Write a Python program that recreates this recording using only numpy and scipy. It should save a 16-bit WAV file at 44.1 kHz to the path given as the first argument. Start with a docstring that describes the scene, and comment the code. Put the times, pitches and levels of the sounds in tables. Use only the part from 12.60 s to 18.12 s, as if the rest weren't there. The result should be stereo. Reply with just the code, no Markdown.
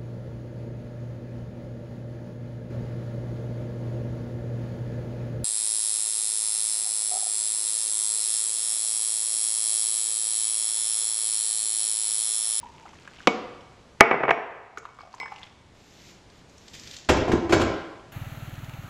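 """Water glugs in a tipped kettle and drips close by over room tone; the spout knocks a held mug, which lands
and rocks on a stone counter beside the microphone. More taps and drips follow, sleeves rustle, and the kettle
clatters onto its base across the hard-walled kitchen. Struck things are sums of decaying sines with coloured
noise bursts, bubbles are short gliding sines, cloth and rattle are grains and noise; a sparse echo tail makes
the room. A close microphone pair with gain control takes it all in."""
import sys
import numpy as np
from scipy import signal
from scipy.fft import rfft, irfft, next_fast_len
from scipy.io import wavfile
from scipy.ndimage import uniform_filter1d

SR = 44100
rng = np.random.default_rng(int(sys.argv[2]) if len(sys.argv) > 2 else 0)


def to_wav(sig):
    """Store sig (one row per channel, or 1-D mono) as 16-bit WAV at the path in sys.argv[1].

    Samples outside -1..1 are clipped; the rate is SR.
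    """
    pcm = np.clip(np.atleast_2d(sig), -1, 1) * 32767
    pcm = np.round(pcm).astype(np.int16)
    wavfile.write(sys.argv[1], SR, pcm.T)  # frames by channels


N = 243431

# mug foot on the counter: (time [s], level [dB], contact [ms], ring level [dB])
LANDINGS = [(1.4031, -22, 0.023, -39), (1.4074, 12, 0.038, -2), (1.512, 0.5, 0.15, -9),
            (1.53, -6.5, 0.7, -38), (1.542, -8.5, 0.87, -33), (1.6056, -11.5, 0.96, -38),
            (1.634, -6, 0.42, -16.5), (1.652, -12.5, 0.52, -29), (1.681, -8, 0.42, -45),
            (1.691, -4, 0.16, -10.5), (1.7073, -1.5, 0.024, -12.5), (1.776, -19.5, 0.22, -31)]
# mug ringing freely: (frequency [Hz], level [dB], decay by 60 dB [s])
MUG_MODES = [(2051, -1, .28), (2239, 0, .37), (5235, -14, .26), (5577, -27, .9), (7900, -24, .3)]
# how far standing on its foot chokes each mug mode: (level [dB])
FOOT_DAMPS = [-25, 0, -25, -9, -25]


def amp(db):
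    """Amplitude ratio of a level in dB."""
    return 10 ** (np.asarray(db, float) / 20)


def even(x):
    """Scale to an rms of 1."""
    return x / np.sqrt(np.mean(x ** 2) + 1e-20)


def peaked(x):
    """Scale to a peak of 1."""
    return x / abs(x).max()


def read(points, hz):
    """Read a table of (frequency, value) along a log frequency axis."""
    f, value = np.transpose(points)
    return np.interp(np.log(hz + 1), np.log(f + 1), value)


def curve(rows, column=1):
    """Gain along a dB column, silent outside its span."""
    rows = np.array(rows)
    return amp(np.interp(np.arange(N) / SR, rows[:, 0], rows[:, column], -200, -200))


def add(mix, s, sound):
    """Mix a sound in place, starting at s seconds."""
    part = mix[round(s * SR):][:len(sound)]
    part += sound[:len(part)]


def colour(x, spectrum):
    """Minimum-phase filter with the shape of the given dB spectrum, of energy 1."""
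    hz = abs(np.fft.fftfreq(4096, 1 / SR))
    log_gain = np.log(amp(np.maximum(read(spectrum, hz), -100)))
    response = np.fft.ifft(np.exp(np.conj(signal.hilbert(log_gain)))).real[:2048]
    return signal.oaconvolve(x, response / np.linalg.norm(response))[:len(x)]


def ring(modes, extra_db=0, spread_db=0, shorten=1, flip=-1.055):
    """Decaying sines of alternate sign; the place of the blow shifts their balance."""
    hz, db, t60 = np.transpose(modes)[:, :, None]
    t = np.arange(SR // 2) / SR
    sign = flip ** np.arange(len(hz))[:, None]  # also lifts each next mode slightly
    db = db + np.reshape(extra_db, (-1, 1)) + spread_db * rng.standard_normal(hz.shape)
    decay = amp(db - 60 * t / (t60 * shorten))
    return peaked((sign * decay * np.sin(2 * np.pi * hz * t)).sum(0))


def soften(x, ms):
    """A blow lasts a while: longer contact rings the treble less."""
    return peaked(signal.lfilter([1], [1, -np.exp(-1000 / (SR * max(ms, .01)))], x))


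def puff(t60, rise_s=0.000067, size=3000):
    """A short burst of noise that rises fast and decays."""
    t = np.arange(size) / SR
    return rng.standard_normal(size) * amp(-60 * t / t60) * (1 - np.exp(-t / rise_s))


def grains(per_s, spread_db):
    """Sparse clicks of uneven size."""
    size = amp(spread_db * np.minimum(rng.exponential(1, N), 4)) * rng.choice([-1, 1], N)
    return even(size * (rng.random(N) < per_s / SR))


def blow(t60, grit):
    """One sharp edge with a little grit behind it, nearly even across all pitches."""
    x = np.eye(1, 3000)[0] + grit * puff(t60)
    fade = amp(-9 * np.arange(3000) / (SR * t60))
    for _ in range(5):  # flatten the spectrum, then let it fade again
        z = rfft(x)
        x = irfft(z / (abs(z) + 1e-9)) * fade
    return x


def dying(x, t60):
    """Each value of x lingers and fades."""
    return signal.lfilter([1], [1, -amp(-60 / (t60 * SR))], x)


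def pair(z, other, same):
    """Two channels that share the part `same` of their sound."""
    same = np.clip(same, -1, 1)[:, None]
    shared = np.sqrt((1 + same) / 2) * z
    rest = np.sqrt((1 - same) / 2) * other
    return np.array([shared + rest, shared - rest])


def air():
    """Room tone and microphone hiss: random short-time spectra with faint patches."""
    # room tone and hiss: (frequency [Hz], relative level [dB per Hz])
    tone = [(12, -40), (20, -17), (80, -0.5), (440, -7), (700, -10.5), (1130, -14), (2170, -18.5),
            (3540, -20.5), (7500, -28.5), (10000, -32), (12800, -44), (13400, -83)]
    # how alike left and right are: (frequency [Hz], likeness [-1 to 1])
    tone_same = [(40, 1), (130, 0.82), (290, 0.092), (1400, 0.035), (6000, 0.22), (9000, 1)]
    frames, hz = N // 256 + 5, np.fft.rfftfreq(1024, 1 / SR)
    a, b, c, d, patches = rng.standard_normal((frames, 513, 5)).T
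    patches = even(uniform_filter1d(uniform_filter1d(patches, 12, 0), 14, 1))
    z = pair(a + 1j * b, c + 1j * d, read(tone_same, hz))
    z = z * amp(read(tone, hz)[:, None] + 0.64 * patches)
    return amp(-51.5) * even(signal.istft(z, nperseg=1024, noverlap=768)[1][:, :N])


def whine():
    """Faint electrical whine: thin steady sines in the treble."""
    # whine ahead of the gain control: (frequency [Hz], level [dB rms])
    tones = [(13006, -70), (13038, -78), (14236, -86), (14266, -88)]
    t = np.arange(N) / SR
    return sum(np.sqrt(2) * amp(db) * np.sin(2 * np.pi * hz * t) for hz, db in tones)


def trickle():
    """A bed of tiny bubbles between the drips: random grains ring short sines in 16 pitch bands."""
    # two spells of small bubbles: (time [s], level [dB])
    spells = [
        [(0.0, -60.5), (0.52, -57.5), (0.66, -52)],
        [(2.16, -57.5), (2.48, -60.5), (2.622, -58), (2.842, -51.5), (3.0, -67.5)],
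    ]
    # balance of the bubble pitches: (frequency [Hz], relative level [dB per Hz])
    fizz = [(240, -42), (400, -34), (1090, -20), (2290, -17), (2380, -19), (2710, 5), (3050, -21.5),
            (5340, -20.5), (9000, -20), (11700, -69), (19800, -120)]
    bed, t = np.zeros(N), np.arange(900) / SR
    for hz in np.geomspace(550, 7000, 16):
        swell = 1 - np.exp(-t * hz * 4.5)
        bubble = np.sin(2 * np.pi * hz * t) * np.exp(-t * hz / 0.88) * swell
        band = even(signal.oaconvolve(grains(170, 3.5), bubble)[:N])
        bed += amp(read(fizz, hz)) * np.sqrt(hz) * band  # wider bands hold more power
    return even(bed) * sum(curve(rows) for rows in spells)


def glugs():
    """Water inside the tipped kettle: short hollow notes that swell, sag in pitch and stop."""
    # glugs: (time [s], length [s], peak [dB], starting pitch [Hz])
    gulps = [(.030, 0.013, -34.5, 950), (0.044, 0.012, -40.5, 860), (0.059, 0.016, -39, 960),
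             (0.082, .009, -54, 905), (0.093, 0.015, -45, 930), (0.115, 0.012, -53, 1070),
             (0.14, 0.018, -48, 947), (0.162, 0.0075, -46, 930), (0.193, 0.038, -53, 900),
             (0.226, 0.026, -47, 910)]
    sag = 0.019  # share of the pitch lost over one glug
    out = np.zeros(N)
    for s, length, db, hz in gulps:
        u = np.arange(0, 1, 1 / (length * SR))
        turns = hz * length * (u - sag * u ** 2 / 2) + rng.random()
        add(out, s, amp(db) * np.sin(np.pi * u ** .6) * np.sin(2 * np.pi * turns))
    return out


def drips():
    """Each bubble is a dying sine that drops onto its pitch, then climbs; slap, hollow and splash go with it."""
    # bubbles and drips: (time [s], bubble peak [dB], pitch [Hz])
    drops = [(.254, -39, 765), (0.261, -42, 1200), (0.27, -43, 930), (0.28, -45.5, 1970), (.29, -43, 850),
             (0.333, -43, 1040), (0.354, -47, 1750), (0.387, -47, 2780), (.435, -60, 2700),
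             (0.452, -43, 1208), (0.454, -53, 2700), (0.476, -31.5, 1500), (0.513, -47, 1490),
             (0.562, -43, 2670), (0.568, -47, 2004), (0.586, -40, 2730), (0.604, -38, 1430),
             (0.633, -44, 2770), (1.008, -46, 2860), (1.009, -50, 4840), (2.1731, -19.5, 1277),
             (2.176, -36, 397), (2.19, -49.5, 542), (2.183, -28, 5900), (2.23, -38, 1020),
             (2.253, -23, 1090), (2.288, -37, 980), (2.31, -53, 1100), (2.388, -29, 1092),
             (2.407, -29.5, 1070), (2.402, -45, 4150), (2.416, -40, 4500), (2.433, -35, 712),
             (2.45, -38, 693), (2.473, -38, 655), (2.529, -42, 4100), (2.529, -45, 5290),
             (2.54, -29.5, 950), (2.542, -40, 4450), (2.548, -35.5, 6340), (2.581, -36, 930),
             (2.584, -42, 4430), (2.613, -26.5, 975), (2.631, -37, 2640), (2.659, -54, 2800),
             (2.682, -47, 3470), (2.71, -40, 1000), (2.713, -55, 2700), (2.762, -44, 4940),
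             (2.63, -25, 870), (2.657, -29, 980), (2.659, -27.5, 1560), (2.679, -34, 1600),
             (2.718, -31, 1054), (2.72, -24.5, 772), (2.74, -57, 807), (2.761, -33, 2600),
             (2.782, -38, 2620), (2.8312, -27.5, 3150)]
    rise = 0.023  # share of pitch gained per cycle as the bubble nears the surface
    cycles = 13  # until 60 dB down
    width = .8  # of the rough hollow around each bubble [octaves]
    out, splash, pushes = np.zeros((3, N))
    t = np.arange(6000) / SR
    for s, db, hz in drops:
        swell = 1 - np.exp(-t / 0.0033)
        drop_in = 0.24 * (1 - np.exp(-t / 0.00023))  # the pitch starts high for an instant
        turns = hz * t + rise * (hz * t) ** 2 / 2 + drop_in
        bubble = swell * amp(-60 * t * hz / cycles) * np.sin(2 * np.pi * turns)
        add(out, s, amp(db) * peaked(bubble))
        add(out, s, amp(db - 12.5) * tick())  # the slap of the drop
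        hollow = [(hz / 2 ** width, -20), (hz, 0), (hz * 2 ** width, -12), (hz * 4 ** width, -40)]
        add(out, s, amp(db - 8) * peaked(colour(puff(.03, rise_s=0.0025), hollow)))
        burst = amp(db) * puff(0.027, rise_s=0.00091)
        add(splash, s, amp(-8.5) * burst)
        # only the larger, lower drops ring the mug, once it has landed
        add(pushes, s, (hz < 2000 and s > LANDINGS[0][0]) * burst)
    wall = amp(-47) * signal.oaconvolve(pushes, ring(MUG_MODES, FOOT_DAMPS))[:N]
    splash = colour(splash, [(200, -24.0), (500, 10.0), (1500, 10.5), (3000, 2.0),
                             (5000, -12), (7500, -13.5), (12000, -24), (15000, -44.0)])
    return out + splash + wall


def tick():
    """A blow on hard glaze: one sharp edge, coloured."""
    # hard edge on glaze: (frequency [Hz], relative level [dB per Hz])
    glaze = [(300, -18.5), (1500, -10.5), (2500, -1), (4000, -1), (5000, -3), (8000, -17), (12000, -16),
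             (16000, -29.5)]
    return peaked(colour(blow(0.0096, grit=.15), glaze))


def small_body(x):
    """A mug is too small to push deep bass."""
    return signal.lfilter(*signal.butter(2, 130, "high", fs=SR), x)


def taps():
    """Taps ring the mug and the kettle wall. Returns the clacks and the bright part."""
    # spout or finger on the mug:
    # (time [s], clack level [dB], ring level [dB], lowest mode [dB], tick level [dB])
    touches = [(0.6723, -2, -20.5, -10, -29), (2.1751, -32, -58, -21, -24.5), (2.29, -63, -52, -23, -55),
               (2.392, -47, -47, -20, -51), (2.6007, -29, -22.5, 2.5, -20.5)]
    # kettle wall: (frequency [Hz], level [dB], decay by 60 dB [s])
    shell = [(188, -5, 0.055), (211, -2, 0.11), (266, -1.5, 0.06), (288, 4.5, 0.075), (390, 0, 0.055),
             (466, 4.5, 0.059), (500, 3, 0.05), (700, 6, 0.05), (864, 4, 0.015), (950, 3.5, .04),
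             (1202, -2, 0.04), (1485, -9.5, 0.045), (2594, -8, 0.05)]
    # steel on glaze: (frequency [Hz], relative level [dB per Hz])
    clack = [(90, -53), (150, -7.5), (300, 6.5), (780, 1), (1190, 0), (1820, -8), (2500, -3), (4000, -13),
             (7100, -23), (12000, -40), (16000, -53)]
    # a tap on the rim misses one upper mode: (level [dB] of each mug mode)
    rim_damps = np.array([0, 0, 0, -18, 0])
    # a hand holds the mug up: (level [dB] of each mug mode)
    hand_damps = np.array([0, 0, -25, -25, -25])
    hand_shortens = .55  # share of the ring time left in the hand
    out, bright = np.zeros((2, N))
    for s, clack_db, ring_db, lowest_db, tick_db in touches:
        held = s < LANDINGS[0][0]
        balance = rim_damps + hand_damps * held + [lowest_db, 0, 0, 0, 0]
        add(bright, s, amp(tick_db) * tick())
        add(bright, s, amp(ring_db) * ring(MUG_MODES, balance, shorten=hand_shortens ** held))
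        add(out, s, amp(clack_db - 6.5) * ring(shell))
        add(out, s, amp(clack_db) * peaked(colour(blow(0.034, grit=0.3), clack)))
    return small_body(out), bright


def landings():
    """The mug foot thuds into the stone, rings and cracks. Returns the thuds and the bright part."""
    # stone counter: (frequency [Hz], level [dB], decay by 60 dB [s])
    counter = [(230, -6.5, .05), (393, -2.5, 0.06), (491, -0.5, 0.036), (540, -3.5, 0.019),
               (681.6, -0.5, 0.13), (770, 5.5, .05), (856, 0, 0.045), (998, -3.5, 0.02),
               (1226, -2.5, 0.065), (1405, 4, 0.018), (2003, 2.5, 0.04), (2700, -7, .02)]
    # the whole counter shakes the microphone: (frequency [Hz], level [dB], decay by 60 dB [s])
    slab_modes = [(45, 0, .03), (85, -4, .06), (141.5, -5.5, 0.088)]
    # the counter's dense upper modes, merged: (frequency [Hz], relative level [dB per Hz])
    thud = [(60, -40), (150, -7.5), (220, -12.5), (390, 0.5), (755, 2.5), (1840, 4), (2500, 0),
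            (3500, -15.5), (4300, -26), (6000, -33), (12000, -41.5)]
    foot_shortens = .5  # share of the ring time left while the foot is on the counter
    crack_db, crack_fall_db = -22.5, 20.5  # crack at 0.1 ms contact, and its fall for ten times longer
    out, bright, slab = np.zeros((3, N))
    for s, db, ms, ring_db in LANDINGS:
        longer = np.log10(max(ms, .005) * 10)
        foot_ring = ring(MUG_MODES, FOOT_DAMPS, shorten=foot_shortens)
        add(bright, s, amp(ring_db) * soften(foot_ring, 2 * ms))
        add(out, s, amp(db - 3.0) * soften(ring(counter, spread_db=3.0), ms))
        add(slab, s, amp(db - 36) * ring(slab_modes, spread_db=1.5))
        rattle = 5 * blow(.035, grit=.5)
        add(out, s, amp(db + 6.0) * soften(colour(rattle, thud), ms))
        add(bright, s, -amp(db + crack_db - crack_fall_db * longer) * tick())
    return small_body(out) + slab, bright


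def cloth():
    """Fibres slip in dense grains under each stroke, with a few sharper snaps."""
    # sleeves and hair, each stroke swelling to its end: (start [s], length [s], level [dB])
    strokes = [(3.146, 0.35, -54), (3.691, 0.08, -62.5), (3.881, 0.25, -58), (4.133, 0.0088, -47.5),
               (4.186, 0.086, -52.5), (4.285, 0.057, -49.5)]
    # rustle: (frequency [Hz], relative level [dB per Hz])
    fabric = [(400, -0.5), (900, -32), (1800, 1), (4000, 1), (7200, -1.5), (9000, -14.5), (13000, -6.5),
              (15500, -33)]
    # cloth snaps: (time [s], level [dB], pitch [Hz])
    snap_rows = [(3.699, -42, 4000), (3.895, -44.5, 6600), (3.979, -39.5, 6980), (4.0805, -33, 3500),
                 (4.134, -40, 3000), (4.149, -32.5, 2000), (4.1952, -31, 5500), (4.235, -32.5, 5000),
                 (4.258, -41, 3600), (4.2729, -28, 3800), (4.311, -27, 4000), (4.337, -32, 3500),
                 (4.343, -33, 3030), (4.365, -24, 4470), (4.385, -34, 4970), (4.41, -48, 2500),
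                 (4.4475, -36, 3500)]
    stroke_swell_db, stroke_t60 = 10.5, 0.33  # rise over a stroke [dB], decay after it [s]
    snap_width = 2.4  # reach below the pitch [octaves]
    t, level, snaps = np.arange(N) / SR, np.zeros(N), np.zeros(N)
    for s, length, db in strokes:
        swell_db = stroke_swell_db * np.minimum((t - s) / length - 1, 0)
        fade_db = -60 * np.maximum(t - s - length, 0) / stroke_t60
        level += (t > s) * amp(db + swell_db + fade_db)
    slips = (rng.standard_normal(N) + .5 * grains(900, 5)) * level
    for s, db, hz in snap_rows:
        band = [(hz / 2 ** snap_width, -18), (hz, 0), (max(hz, 6500) * 1.34, -8), (10500, -40), (16000, -60)]
        add(snaps, s, amp(db - 3.0) * peaked(colour(puff(0.03, rise_s=0.001), band)))
    return colour(slips, fabric) + snaps


def kettle():
    """Knocks ring the base and leave it rattling in uneven slips; grit adds the treble. 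Returns both."""
    # the kettle knocking on its base as it rocks: (time [s], peak [dB], grit level [dB])
    knocks = [(4.488, -19, -6.5), (4.494, -8, -10.5), (4.504, -13.5, -36), (4.52, -17.5, -23),
              (4.539, -17, -38), (4.566, -24, -23), (4.62, -16, -42), (4.679, -17, -27.5),
              (4.692, -14.5, -32), (4.715, -17, -18), (4.731, -9.5, -31.5), (4.754, -18.5, -40),
              (4.79, -39, -49), (4.843, -22, -49), (4.893, -17, -21.5), (4.905, -16, -24), (4.922, -36, -8),
              (4.931, -6.5, -11.5), (4.964, -13, -28), (4.997, -14.5, -20), (5.012, -29, -14.5),
              (5.035, -17, -40), (5.067, -21, -55), (5.099, -20.5, -49), (5.13, -31.5, -46)]
    # base and worktop at rest: (frequency [Hz], level [dB], decay by 60 dB [s])
    base = [(41.7, -8, 0.11), (86, -3.5, 0.19), (125, -4.5, 0.15), (176, -7, 0.12), (235, -4, 0.03),
            (283, 0, 0.037), (331, 7.5, 0.041), (359, 4, 0.028), (383, 0.5, 0.029), (416, -1, 0.037),
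            (495, -7.5, 0.033), (603, 0.5, 0.021), (704, -0.5, 0.026), (782, -2, 0.036), (1030, -4, 0.028)]
    # grit: (frequency [Hz], relative level [dB per Hz])
    grit_spectrum = [(240, -34), (400, -1.5), (800, -9), (1560, -8.5), (3000, -14), (5650, -23.5),
                     (7300, -23), (9000, -30), (13300, -35.5), (15500, -67)]
    knock_ms, grit_per_contact_db = 0.51, 80.5  # a knock with this much less grit touches ten times longer
    weight_db, rumble_db = -17, 7  # the worktop's lowest modes in a single knock, and in the rattle
    rattle_db, rattle_t60, scrape_db, scrape_t60 = -19.5, 0.3, -39, 0.79  # what each knock leaves shaking
    out, grit, blows, scrapes = np.zeros((4, N))
    lowest = np.array(base)[:, 0] < 200
    give = 1 - np.exp(-np.arange(SR // 2) / (0.003 * SR))  # the base gives for 3 ms before it rings
    for s, db, grit_db in knocks:
        # each tilt of the kettle shifts each mode, 4 % down to 3.5 % up
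        shift = .035 * rng.uniform(-1.15, 1, (len(base), 1))
        tilted = np.array(base) * (1 + shift * [1, 0, 0])
        ms = knock_ms * 10 ** ((db - grit_db) / grit_per_contact_db)
        knock = soften(ring(tilted, weight_db * lowest, spread_db=3.5), ms)
        add(out, s, amp(db) * peaked(give * knock))
        add(grit, s, amp(grit_db) * puff(0.064, rise_s=0.0059))
        add(blows, s, amp([db + rattle_db]))
        add(scrapes, s, amp([grit_db + scrape_db]))
    rumble = ring(base, rumble_db * lowest, shorten=0.35)
    rattle = even(signal.oaconvolve(grains(400, 3.5), rumble)[:N])
    out += dying(blows, rattle_t60) * rattle
    slips = even(rng.standard_normal(N) + .8 * grains(1500, 4.5))
    return out, colour(grit + dying(scrapes, scrape_t60) * slips, grit_spectrum)


def room(x, gap_s=0.0055):
    """Hard walls: sparse echoes of random sign, each band dying at its own speed."""
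    # echo tail: (frequency [Hz], decay by 60 dB [s])
    tail_t60 = [(100, 0.26), (300, 0.71), (800, 1), (2000, 0.96), (5000, 0.72), (9000, 0.13), (14000, 0.46)]
    # echo tail: (frequency [Hz], relative level [dB])
    tail_colour = [(60, 1.5), (200, 9), (800, 1.5), (2500, -2), (4000, -0.5), (7500, 7), (11000, -18.5),
                   (15000, -28.5)]
    # how alike left and right are: (frequency [Hz], likeness [-1 to 1])
    tail_same = [(60, .998), (300, 1), (1400, 1), (3000, 1), (6000, 0.39), (9000, 0.57)]
    echoes = np.zeros((2, SR))
    at = np.arange(round(gap_s * SR), SR - 20, 20)
    at = at + rng.integers(0, 20, (2, len(at)))
    np.put_along_axis(echoes, at, rng.choice([-1., 1.], at.shape), 1)
    hz, t, z = signal.stft(echoes, SR, nperseg=256)
    z = z * amp(read(tail_colour, hz)[:, None] - 60 * t / read(tail_t60, hz)[:, None])
    tail = signal.istft(pair(*z, read(tail_same, hz)), SR, nperseg=256)[1]
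    return signal.fftconvolve(x[None], tail / np.linalg.norm(tail[0]), axes=1)[:, :N]


def scene():
    """Mug, water and cloth close to the microphone, kettle base far off, all answered by the walls."""
    wet = trickle() + glugs() + drips()
    tap_clacks, tap_bright = taps()
    thuds, landing_bright = landings()
    near, bright = tap_clacks + thuds, tap_bright + landing_bright
    soft = cloth()
    far, grit = kettle()
    near_walls = room(amp(-14.5) * near + amp(-17.5) * bright + amp(-12.5) * wet + amp(-7) * soft)
    far_walls = room(amp(-10.5) * far + amp(-5) * grit)
    add(near, 0.022, amp(-22) * bright)  # the far wall throws the bright part back after 22 ms
    return near + bright + wet + soft + far + grit + near_walls + far_walls + air()


def record(dry):
    """Port pair, the recorder's own whine, gain control that ducks after loud blows, overload, band limit."""
    # close ports drift towards opposite phase in the treble: (frequency [Hz], left lead [rad])
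    port_lead = [(200, 0), (1000, .3), (6000, .4), (7200, .8), (8100, 1.9), (9000, 2.2), (16000, 2.3)]
    # port balance: (frequency [Hz], left over right [dB])
    port_balance = [(150, 0), (500, 1), (1000, .2), (2000, -.7), (8000, -.4), (12000, 0)]
    size = next_fast_len(N)
    hz = np.fft.rfftfreq(size, 1 / SR)
    left = np.exp(.5j * read(port_lead, hz)) * amp(read(port_balance, hz) / 2)
    x = irfft(rfft(dry, size) * np.array([left, 1 / left]), size)[:, :N]
    x = x + np.outer([1, -1], whine())  # opposite in the two channels
    power = uniform_filter1d((x ** 2).mean(0), 4000, origin=1999)  # over the last 91 ms
    power_db = 10 * np.log10(abs(power) + 1e-12)
    fall = np.arange(N) * 8. / SR  # the held level sinks 8 dB a second
    held_db = np.maximum.accumulate(power_db + fall) - fall
    over_db = np.maximum(held_db + 17.5, 0)
    x = np.clip(x / amp(.6 * over_db), -1, 1)  # 0.6 dB down for each dB over
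    band_limit = signal.firwin(255, 16300, window=("kaiser", 9), fs=SR)
    return signal.oaconvolve(x, band_limit[None], "same")


dry = scene()
out = record(dry)
to_wav(out)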